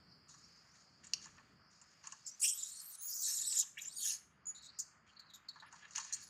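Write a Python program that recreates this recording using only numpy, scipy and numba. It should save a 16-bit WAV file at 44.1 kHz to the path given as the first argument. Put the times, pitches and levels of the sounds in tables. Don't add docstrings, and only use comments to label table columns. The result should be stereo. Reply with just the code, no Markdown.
import sys
import numpy as np
from scipy import signal
from scipy.fft import rfft, irfft, next_fast_len
from scipy.io import wavfile
from scipy.ndimage import uniform_filter1d
from numba import njit

SR = 44100
rng = np.random.default_rng(int(sys.argv[2]) if len(sys.argv) > 2 else 0)


def how_loud(loudness_db):
    steps = np.asarray(loudness_db, float) / 20
    return 10 ** steps


def output_pcm(signal):
    pcm = np.clip(np.atleast_2d(signal).T, -1, 1) * 32767
    wavfile.write(sys.argv[1], SR, np.round(pcm).astype(np.int16))


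N = 277694
TIME = np.arange(N) / SR

# frequency in Hz, density in dB per Hz (relative).
HISS_COLOUR = [(180, -47.5), (300, -20), (590, -3), (877, -3.5), (1280, 4), (2140, -3.5), (3690, -13),
               (4570, -15), (5660, -20), (6900, -19), (9450, -31.5), (15500, -35)]
# time in seconds, level in dB, added level of its top bands in dB.
HISS_LEVEL = [(0.0, -72.5, 6), (1.4, -70.5, 2), (1.7, -73.5, 1), (2.8, -72.5, 16), (3.4, -73.5, 3),
              (4.3, -75, -15.5), (5.0, -71.5, -11), (5.6, -70.5, -11), (6.3, -71, -5.5)]
HISS_EDGES_HZ = (800, 1700, 3400, 7800)
# time in seconds, level in dB.
INSECT_LEVEL = [(0.0, -68.5), (.6, -72.5), (1.33, -75), (2.2, -73.5), (4.3, -98.5), (4.804, -68),
                (5.028, -81), (6.297, -77.5)]
# time in seconds, level in dB.
HUM_LEVEL = [(0.0, -68.5), (.75, -75), (1.3, -68.5), (1.61, -74.5), (3.0, -82), (3.3, -76.5), (3.7, -79),
             (4.65, -73), (5.35, -78.5), (6.3, -73.5)]
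# frequency in Hz, density in dB per Hz (relative).
HUM_COLOUR = [(15, -68), (25, -33), (71, -2.5), (123, -3.5), (161, 1.5), (345, -11.5), (450, -13.5),
              (580, -29), (990, -120)]
# start in seconds, length in seconds, level in dB, lows against it in dB.
SCUFFS = [(0.278, 0.36, -67.5, -25), (0.738, 0.37, -76, -8), (1.032, 0.11, -66.5, -1),
          (1.13, 0.013, -63, -8), (1.207, 0.12, -60, -10), (1.698, 0.95, -72.5, -25),
          (2.028, 0.14, -57, -12), (3.267, 0.53, -73, 7.5), (4.042, 0.13, -76, 13), (5.06, 0.5, -79.5, 2.5),
          (5.543, 0.47, -78, 1), (5.709, 0.23, -64.5, -0.5), (5.913, 0.059, -60.5, -18),
          (5.947, 0.064, -45.5, -3), (5.991, 0.19, -57, -5), (6.165, 0.28, -63.5, -22)]
# frequency in Hz, density in dB per Hz (relative).
GRIT_COLOUR = [(2060, -44), (3500, -16), (4260, -5.5), (6070, -5), (6660, -0.5), (8120, -17.5),
               (11000, -30.5), (14000, -67.5)]
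# start in seconds, level in dB, crack pitch in Hz, relative thud in dB,
# left minus right in dB.
SLAPS = [(0.289, -55.5, 7040, -9, -18), (0.34, -53, 6100, -6.5, -10), (1.043, -56, 7140, -39, -27),
         (1.068, -49, 7300, -44.5, -21), (1.135, -18.5, 5440, -45, -9), (1.255, -48.5, 6700, -5.5, 8),
         (1.381, -51, 1940, -6, -5), (1.814, -54.5, 7000, -15, -23), (2.04, -47.5, 6300, -7, 6),
         (2.071, -34.5, 6660, -17, -3), (2.122, -36.5, 6600, -15, 4), (3.525, -36.5, 4400, -28.5, -2),
         (3.625, -39.5, 3452, -21.5, 3), (5.558, -61.5, 4390, 10.5, -9), (5.623, -62.5, 4484, 13, -12),
         (5.726, -49.5, 6840, -1.5, -19.5), (5.908, -49.5, 6350, -21, -15.5), (5.959, -25, 6500, -49, -5),
         (5.98, -29, 6600, -13.5, -5), (5.999, -37.5, 6110, -19, -10), (6.048, -44, 6510, -9, -11)]
# frequency in Hz, level in dB, own 60 dB decay in seconds (before the blow's).
LEDGE_MODES = [(2798, 2, 0.028), (4710, 10.5, 0.00543), (5475, 6, 0.017), (6600, -3, 0.037),
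               (7770, -10.5, 0.025), (12200, -24, 0.014)]
# start in seconds, length in seconds, from Hz, to Hz, level in dB, breath share (not used).
BIRD_NOTES = [(.41, .06, 5000, 5900, -77, 0), (.48, .1, 6280, 6220, -79, 0), (.68, .09, 5000, 6700, -76, 0)]
# start in seconds, length in seconds, from Hz, to Hz, level in dB, breathy share 0-1.
ADDED_TONES = [(2.25, 0.1, 5170, 6060, -61, 0), (2.535, 0.048, 11800, 12170, -58.5, 0.07),
               (2.82, 0.072, 9500, 13100, -64, 0.8), (2.88, 0.041, 12650, 15550, -56.5, 0.2),
               (2.92, 0.031, 7800, 8200, -67, 0.3), (3.01, 0.084, 15600, 14400, -50.5, 0.5),
               (3.088, .028, 13370, 13340, -49, 0.9), (3.115, 0.12, 14400, 14830, -51, 0),
               (3.26, 0.091, 12200, 12200, -62, 0.2), (3.41, .06, 9320, 9000, -49, 0),
               (3.46, 0.059, 5700, 5400, -47.5, 0.34), (3.771, .027, 1996, 3970, -48, 0.38),
               (3.772, 0.034, 1946, 2700, -55, 0.64), (2.576, 0.013, 7900, 7900, -45, 0.14),
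               (2.62, .016, 7160, 7050, -44.5, 0.4), (2.975, 0.15, 10500, 10400, -59, 1),
               (3.02, 0.035, 7340, 7450, -60, .6), (3.885, 0.048, 3440, 4650, -63, 0.6),
               (3.92, 0.038, 5200, 6600, -64, .6), (3.968, .022, 11330, 11000, -67, .4),
               (4.456, 0.0099, 7040, 7000, -56, 0.3), (4.505, 0.013, 6780, 5880, -62, 0.58),
               (4.547, 0.074, 3820, 4280, -63, .9), (4.625, 0.081, 3970, 4270, -60, 0.93),
               (4.71, 0.043, 4350, 4560, -74, 1), (5.065, 0.078, 4540, 4340, -81, 0.95),
               (5.21, 0.1, 4250, 4280, -73.5, 0.84), (5.505, 0.13, 4174, 4300, -75, 0.97),
               (5.163, 0.025, 4300, 4230, -64.5, 1), (3.96, 0.033, 4740, 4500, -55.5, .3),
               (3.96, 0.08, 6680, 6770, -52, 0.3), (3.99, 0.13, 3700, 2720, -57, 0.8),
               (4.03, .11, 9040, 8800, -53, .8), (4.07, .06, 5494, 5380, -51.5, 0.3),
               (3.27, .09, 8080, 8240, -47.5, .1), (3.415, .07, 3760, 4060, -52.5, 0.1),
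               (5.336, 0.028, 12880, 12800, -67.5, 1), (5.64, 0.058, 4310, 5620, -75.5, 0.8),
               (5.664, 0.019, 10770, 10980, -74.5, 0.42), (6.222, 0.027, 10700, 11370, -68, 0.68),
               (6.255, .04, 10660, 10020, -74, .7), (6.21, .085, 14250, 14400, -80, 0.95)]
# time in seconds, pitch in Hz.
FOLD_PITCH = [
    [(2.415, 2183), (2.44, 2696), (2.465, 3108)],
    [(2.47, 2854), (2.52, 2850), (2.54, 2720)],
    [(2.59, 3626), (2.68, 4066), (2.78, 4430), (2.92, 4150)],
    [(2.925, 3042), (2.955, 3305), (2.98, 3160), (3.1, 3366)],
    [(3.25, 2750), (3.28, 2739), (3.35, 2769)],
    [(3.36, 3713), (3.375, 3610), (3.425, 3735), (3.44, 4093), (3.47, 3907), (3.55, 3967), (3.57, 3618),
     (3.615, 3767)],
    [(3.812, 3493), (3.832, 3646), (3.838, 3050), (3.849, 2980), (3.854, 3540), (3.884, 3600), (3.95, 4600),
     (4.03, 4430)],
    [(4.035, 3370), (4.16, 3310)],
]
# time in seconds, effort in dB, voiced share 0-1, mouth centre in Hz,
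# pharynx centre in Hz, gape 0-1.
SCREAMS = [
    [(2.395, -61, 0.01, 6600, 4900, 0.9), (2.403, -43, 0.12, 7300, 5060, 0.73),
     (2.412, -37.5, 0.9, 7840, 4600, 0.85), (2.421, -31.5, 0.65, 8560, 2600, 0.72),
     (2.446, -29, 0.26, 7520, 2720, 0.69), (2.475, -32, 0.4, 8430, 3100, 0.48),
     (2.482, -30.5, 0.14, 6740, 3370, 0.63), (2.524, -36.5, 0.7, 8070, 3130, 0.5),
     (2.54, -38, 0.67, 7650, 3330, 0.54), (2.572, -48.5, 0.13, 7600, 3570, 0.6),
     (2.58, -46, 0.2, 7800, 3560, 0.3), (2.59, -45, 0.05, 7600, 3630, 0.6),
     (2.618, -52.5, 0.06, 7600, 3740, 0.86), (2.629, -45.5, 0.2, 7140, 3430, 0.45),
     (2.641, -48.5, 0.12, 7120, 3850, 0.71), (2.757, -52, 0.45, 7700, 4180, 0.67),
     (2.803, -45.5, 0.34, 8130, 4300, .6), (2.82, -53, 0.56, 7900, 4200, 1),
     (2.9, -59.5, 0.34, 7700, 4300, 1), (2.93, -56.5, 0.46, 7900, 4200, 1),
     (2.955, -51, 0, 8400, 4100, 0.95), (2.962, -70, 0.4, 7500, 4000, 0.65),
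     (2.985, -57.5, 0.76, 7060, 3900, 0.4), (3.05, -45, 0.82, 7000, 4270, .4),
     (3.07, -47, 0.67, 6920, 5440, 0.87), (3.09, -43.5, 0.36, 6500, 5360, 0.53),
     (3.21, -44.5, 0.06, 6020, 5280, 0.71), (3.235, -37.5, 0.06, 7800, 4200, 0.57),
     (3.28, -35.5, 0.09, 6230, 4070, 0.67), (3.33, -39, 0.48, 6660, 4100, .7),
     (3.365, -36, 0.39, 7520, 4150, 0.6), (3.409, -46, 0.07, 7220, 4050, 0.89),
     (3.419, -37.5, 0.47, 7600, 3950, 0.63), (3.441, -41, 0.36, 7600, 4300, 0.39),
     (3.475, -36, 0.56, 7770, 3746, 0.5), (3.555, -38, 0.3, 7520, 3370, 0.5),
     (3.569, -37.5, 0.12, 7120, 3740, 0.62), (3.611, -31, 0, 6710, 3520, 0.69),
     (3.621, -40, 0.3, 6300, 3100, 0), (3.635, -44, 0.14, 6360, 3060, 0.17)],
    [(3.775, -59, 0.16, 6850, 2700, 0.3), (3.788, -50.5, 0.45, 7000, 2770, 0.63),
     (3.8, -63, 0.42, 6000, 2900, 0.53), (3.818, -48, 0.54, 6800, 2890, 0.72),
     (3.83, -45, 0.54, 6760, 2900, 0.5), (3.845, -51, 0.4, 6010, 2884, 0.33),
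     (3.862, -41, 0.89, 6840, 2950, 0.2), (3.882, -39.5, 0.85, 7100, 3060, 0.28),
     (3.9, -58, 0.46, 7500, 3663, .2), (3.95, -51, 0.57, 8600, 3970, 0.33),
     (3.985, -44, 0.87, 8450, 3700, 0.9), (4.028, -41, .38, 6900, 3350, 0.78),
     (4.056, -34, 0.32, 6600, 3050, 0.77), (4.075, -39.5, 0.15, 6210, 3820, 0.9),
     (4.142, -37.5, 0.45, 6450, 4610, 0.5), (4.2, -69, 0.17, 6580, 4110, 0.8)],
]
# start in seconds, held for seconds, effort in dB, pitch in Hz, voiced share 0-1.
YELPS = [(2.261, .036, -44.5, 3750, 0.35), (4.466, .038, -41.5, 3448, 0.94), (4.545, .045, -55, 3494, 0.7),
         (4.62, .05, -58, 3890, 0.17), (4.787, .018, -36.5, 3620, 0), (5.335, .03, -57.5, 3545, 0.43),
         (6.124, 0.023, -34, 2150, 0.51), (6.202, .04, -54, 3430, 0.3)]
# frequency in Hz, gain in dB.
VOICE_COLOUR = [(1800, -19), (2300, -13), (2900, 5), (3500, -16.5), (4200, 9), (5500, -2), (7200, 1),
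                (9000, -5.5), (11000, -20), (14000, -18.5)]
# time in seconds, centre in Hz.
TREBLE_PATH = [(2.4, 9950), (2.8, 10400), (2.9, 12420), (2.93, 9200), (3.06, 9890), (3.2, 10900),
               (3.26, 11760), (3.45, 11400), (3.55, 10700), (3.8, 12620), (3.92, 12300), (3.98, 11100),
               (4.05, 10610), (4.5, 9650), (4.8, 9600), (5.35, 12930), (6.3, 11100)]
# centre in Hz, width of one filter pass in Hz, level in dB with the mouth wide open.
THROAT = [(5500, 1000, -6), (7000, 2400, -6), (8400, 1200, -8)]
# start in seconds, held for seconds, level in dB, middle pitch in Hz.
PEEPS = [(5.083, 0.025, -71, 2896), (5.192, .014, -55.5, 4250), (5.298, 0.013, -59, 3760),
         (5.333, .03, -61, 3704), (5.484, 0.01, -46.5, 4200), (5.527, 0.041, -73, 4270),
         (5.563, .012, -64.5, 4300), (5.597, 0.012, -57.5, 3850)]
# time in seconds, left minus right in dB.
CRY_SIDE = [(2.26, -1.5), (4.28, -1.5), (4.5, -1.5), (5.3, -5), (6.3, -7)]

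CALL_RISE_S, CALL_RISE_DB, CALL_SAG_DB, CALL_FALL_DB = 0.003, 14.5, 2.5, 19.5
CALL_STOP_S, CALL_STOP_DB, CALL_TAIL_S = 0.004, 11, 0.024
LEFT_RIGHT = np.array([[1], [-1]])


def curve(points):
    return np.interp(TIME, *np.transpose(points))


def colour(x, points):
    hz, db = np.transpose(points)
    size = next_fast_len(N)
    f = np.arange(size // 2 + 1) * SR / size + 1
    gain = how_loud(np.interp(np.log(f), np.log(hz), db, -120, -120))
    y = irfft(rfft(x, size) * gain, size)[..., :N]
    return y / np.std(y)


@njit
def svf(x, hz, width):
    y, band, low = np.empty(len(x)), 0., 0.
    for i in range(len(x)):
        g, k = np.tan(np.pi * hz[i] / SR), width / hz[i]
        v = (band + g * (x[i] - low)) / (1 + g * (g + k))
        band, low, y[i] = 2 * v - band, low + 2 * g * v, k * v
    return y


def ring(x, hz, width):
    hz = np.clip(hz + np.zeros(len(x)), 50, .45 * SR)
    for _ in range(3):
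        x = svf(x, hz, 1. * width)
    return x / np.std(x)


def walk(rate):
    hold = max(int(SR / rate), 2)
    steps = np.repeat(rng.standard_normal(N // hold + 1), hold)
    w = uniform_filter1d(uniform_filter1d(steps, hold), hold)[:N]
    return w / np.std(w)


def play(tables, fade_s):
    s, *columns = np.transpose(np.vstack(tables))
    is_on = sum((TIME >= t[0][0]) & (TIME < t[-1][0]) for t in tables) > 0
    gate = uniform_filter1d(1. * is_on, max(int(fade_s * SR), 1))
    return gate, [np.interp(TIME, s, c) for c in columns]


def glides(rows):
    return [[(s, a, db - 0.75, share), (s + length, b, db + 0.75, share)]
            for s, length, a, b, db, share in rows]


def short_call(s, length, db, *held):
    end = s + max(length, 2 * CALL_RISE_S)
    return [(s, db - CALL_RISE_DB, *held),
            (s + CALL_RISE_S, db, *held),
            (end, db - CALL_SAG_DB, *held),
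            (end + CALL_STOP_S, db - CALL_STOP_DB, *held),
            (end + CALL_TAIL_S, db - CALL_FALL_DB, *held)]


def pan(x, db):
    return np.array([x * how_loud(db / 2), x * how_loud(-db / 2)])


def tone(hz):
    return 2 * np.pi * np.cumsum(hz) / SR


def breathy(phase, share):
    share = np.clip(share, 0, 1)
    return (np.sqrt(1 - share) + np.sqrt(share) * walk(950)) * np.sin(phase)


def hiss(mid, side):
    noise = colour(mid + 0.27 * side * LEFT_RIGHT, HISS_COLOUR)
    s, db, top_db = np.transpose(HISS_LEVEL)
    lows = [0]
    for hz in HISS_EDGES_HZ:
        lows.append(signal.sosfiltfilt(signal.butter(3, hz, fs=SR, output="sos"), noise))
    lows.append(noise)
    out = 0
    for k, (below, upto) in enumerate(zip(lows, lows[1:])):
        swell_db = 1.8 * walk(5) + 1.3 * walk(22)
        if k > 2:
            swell_db = swell_db + np.interp(TIME, s, top_db)
        out = out + (upto - below) * how_loud(swell_db)
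    return out * how_loud(np.interp(TIME, s, db))


def insects(mid, side):
    pitch_hz = 4750 * (1 + .015 * walk(4))
    buzz = np.array([ring(v, pitch_hz, 1400) for v in mid + 0.59 * side * LEFT_RIGHT])
    return buzz * how_loud(curve(INSECT_LEVEL) + 2 * walk(12) + 2 * walk(4) + 1.5 * walk(45))


def traffic(side):
    hum = colour(rng.standard_normal(N) + 0.091 * side * LEFT_RIGHT, HUM_COLOUR)
    return hum * how_loud(curve(HUM_LEVEL) + 1.5 * walk(8))


def background():
    mid, side = rng.standard_normal((2, N))
    return hiss(mid, side) + insects(mid, side) + traffic(side)


def scuffs():
    s, length, db, low_db = np.transpose(SCUFFS)[:, :, None]
    rise_s, fall_db = 0.011, 11.5
    since = np.clip(TIME - s, 0, None)
    drag = np.minimum(since / rise_s, 1) * how_loud(db - fall_db * since / length)
    grit = rng.standard_normal(N) * how_loud(2.5 * walk(300))
    high = how_loud(0.55 * walk(28) + 2.5 * walk(7)) * colour(grit, GRIT_COLOUR)
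    low = how_loud(4.8 * walk(23)) * ring(grit, 2070, 3416)
    return drag.sum(axis=0) * high + (drag * how_loud(low_db)).sum(axis=0) * low


def trees(x):
    late_t60_s, late_db, early_t60_s, early_db = 0.38, -13, 0.036, -6
    t = np.arange(SR // 2) / SR
    mid, side = rng.standard_normal((2, len(t)))
    side = side - uniform_filter1d(side, size=9)
    echo = mid + how_loud(-1.1) * side * LEFT_RIGHT
    dull = uniform_filter1d(echo, size=2)
    late_decay = how_loud(late_db - 60 * t / late_t60_s) * np.clip(t / 0.026, 0, 1)
    late = late_decay * dull / np.sqrt(late_t60_s * SR / 14)
    early = how_loud(early_db - 60 * t / early_t60_s) * echo / np.sqrt(early_t60_s * SR / 14)
    return signal.fftconvolve(x[None], early + late, axes=1)[:, :N]


def slaps():
    size = 8192
    out, t = np.zeros((2, N + size)), np.arange(size) / SR
    peaks = np.transpose(SLAPS)[1]
    for s, db, hz, thud_db, pan_db in SLAPS:
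        t60 = np.interp(db, [peaks.min(), peaks.max()], [0.043, 0.016])
        noise = rng.standard_normal((3, size))
        decay = how_loud(-60 * t / max(t60, .005)) * np.clip(t / (t60 * 0.032), 0, 1)
        stone = sum(how_loud(g - 60 * t / d) * np.sin(2 * np.pi * f * t) for f, g, d in LEDGE_MODES)
        crack = decay * (ring(noise[0], hz, 2000) + how_loud(-8.5) * stone)
        crack = crack + decay ** 2 * how_loud(.5 * db - 4.0) * ring(noise[2], 6900, 7280)
        thud = how_loud(-60 * t / 0.13) * np.clip(t / 0.0011, 0, 1) * ring(noise[1], 1180, 770)
        thud = how_loud(thud_db + 1.5) * thud / np.abs(thud).max()
        blow = pan(crack / np.abs(crack).max(), pan_db) + pan(thud, 0.41 * pan_db)
        start = int(s * SR)
        out[:, start:start + size] += how_loud(db) * blow
    return out[:, :N]


def bird():
    gate, (hz, db, _) = play(glides(BIRD_NOTES), 0.015)
    sine = np.sin(tone(hz * (1 + 0.0053 * walk(260))))
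    return gate * np.sqrt(2) * how_loud(db + 4.5 * walk(100.0)) * sine


def added_tones():
    out = 0
    for glide in glides(ADDED_TONES):
        gate, (hz, db, share) = play([glide], 0.0024)
        level = how_loud(db + 2.5 * walk(250) + 1.2 * walk(60))
        out = out + gate * level * breathy(tone(hz + 110 * walk(400) + 70 * walk(60)), share)
    return out


def squeals(effort_db, voiced, mouth_hz):
    yelp_pitch = [[(s, hz), (s + length + CALL_TAIL_S, hz)] for s, length, _, hz, _ in YELPS]
    gate, (hz,) = play(sorted(FOLD_PITCH + yelp_pitch), 0.0052)
    hoarse, clean = 0.6, 0.16
    rough = hoarse + (clean - hoarse) * voiced
    phase = tone(hz * (1 + 0.045 * rough * (walk(700) + .6 * walk(120))))
    colour_hz, colour_db = np.transpose(VOICE_COLOUR)
    treble_hz = curve(TREBLE_PATH)
    focus_db = 30
    out = power = 0
    for k, breath_share in ((1, 0), (2, .03), (3, .8), (4, .95)):
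        near_mouth_db = -focus_db * np.abs(np.log2(k * hz / mouth_hz))
        near_treble_db = 3 - 2 * focus_db * np.abs(np.log2(k * hz / treble_hz))
        voice_db = np.interp(np.log(k * hz), np.log(colour_hz), colour_db, right=-120)
        gain = how_loud(voice_db + np.maximum(near_mouth_db, near_treble_db))
        shimmer = how_loud(6 * rough * (walk(350) + walk(70)))
        out = out + gain * shimmer * breathy(k * phase, breath_share)
        power = power + gain ** 2
    out = out * how_loud(effort_db - 3.0) * np.sqrt(voiced / power)
    return np.sqrt(2) * (gate * out + added_tones())


def breath():
    mouth_hz, pharynx_hz, gape = 6636, 5000, 0.078
    yelps = [short_call(s, length, db, share, mouth_hz, pharynx_hz, gape)
             for s, length, db, _, share in YELPS]
    gate, (db, share, *tract) = play(sorted(SCREAMS + yelps), 0.0033)
    return gate, db, np.clip(share, 0, 1), tract


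def rasps(effort_db, voiced, mouth_hz, pharynx_hz, gape):
    pharynx_db = -8.5 - 0.38 * (effort_db + 44.5)
    shut_db, open_db = -41.5, 0.83
    treble_db = shut_db + (open_db - shut_db) * gape + 12 * voiced
    air = rng.standard_normal(N) * how_loud(-1.0 * walk(600))
    # centre in Hz, width of one filter pass in Hz, level in dB
    modes = [(mouth_hz, 2100, -1.0),
             (mouth_hz * (1 + .025 * walk(220)), 450, -9 + 5 * walk(110)),
             (pharynx_hz, 950, pharynx_db + 1.9 * walk(50)),
             (curve(TREBLE_PATH), 3000, treble_db),
             (13000, 6000, treble_db - 8.5),
             (14000, 5000, -24)]
    for hz, width, db in THROAT:
        dulling_db = 19 * (1 - gape) * np.log2(hz / THROAT[0][0])
        modes.append((hz, width, db - dulling_db))
    out = 0
    for hz, width, db in modes:
        flicker = how_loud(db + 2.6 * walk(220))
        out = out + flicker * ring(air, hz * (1 + .035 * walk(40)), width)
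    return how_loud(effort_db - 2.5) * (1 - voiced) ** 1.07 * out


def peeps():
    sag = 0.059
    calls = []
    for s, length, peak_db, hz in PEEPS:
        calls.append([(t, db, hz * (1 + sag * (1 - 2 * (t - s) / (length + CALL_TAIL_S))))
                      for t, db in short_call(s, length, peak_db)])
    gate, (db, hz) = play(calls, 0.0017)
    phase = tone(hz * (1 + .02 * walk(700) + .012 * walk(120)))
    overtones = how_loud(-35) * breathy(2 * phase, .9) + how_loud(-27.5) * breathy(3 * phase, .9)
    voice = how_loud(3 * walk(300)) * (np.sin(phase) + overtones)
    mouth = how_loud(-13.5 + 2.4 * walk(200)) * ring(rng.standard_normal(N), 6900, 2100)
    breath_noise = how_loud(-0.5) * ring(rng.standard_normal(N), hz, 985)
    return gate * how_loud(db) * (voice + mouth + breath_noise)


def scene():
    gate, effort_db, voiced, tract = breath()
    screams = gate * rasps(effort_db, voiced, *tract) + squeals(effort_db, voiced, tract[0])
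    cries = pan(screams + peeps(), curve(CRY_SIDE))
    direct = cries + slaps() + pan(scuffs(), -2.0) + pan(bird(), 3.1)
    return direct + trees(direct.mean(axis=0)) + background()


def top_cut(x):
    return signal.sosfilt(signal.butter(12, 15830, fs=SR, output="sos"), x)


def record(dry):
    low_pass = signal.ellip(10, .3, 80, 15800, fs=SR, output="sos")
    mix = signal.sosfilt(low_pass, dry)
    return top_cut(mix)


dry = scene()
out = record(dry)
output_pcm(out)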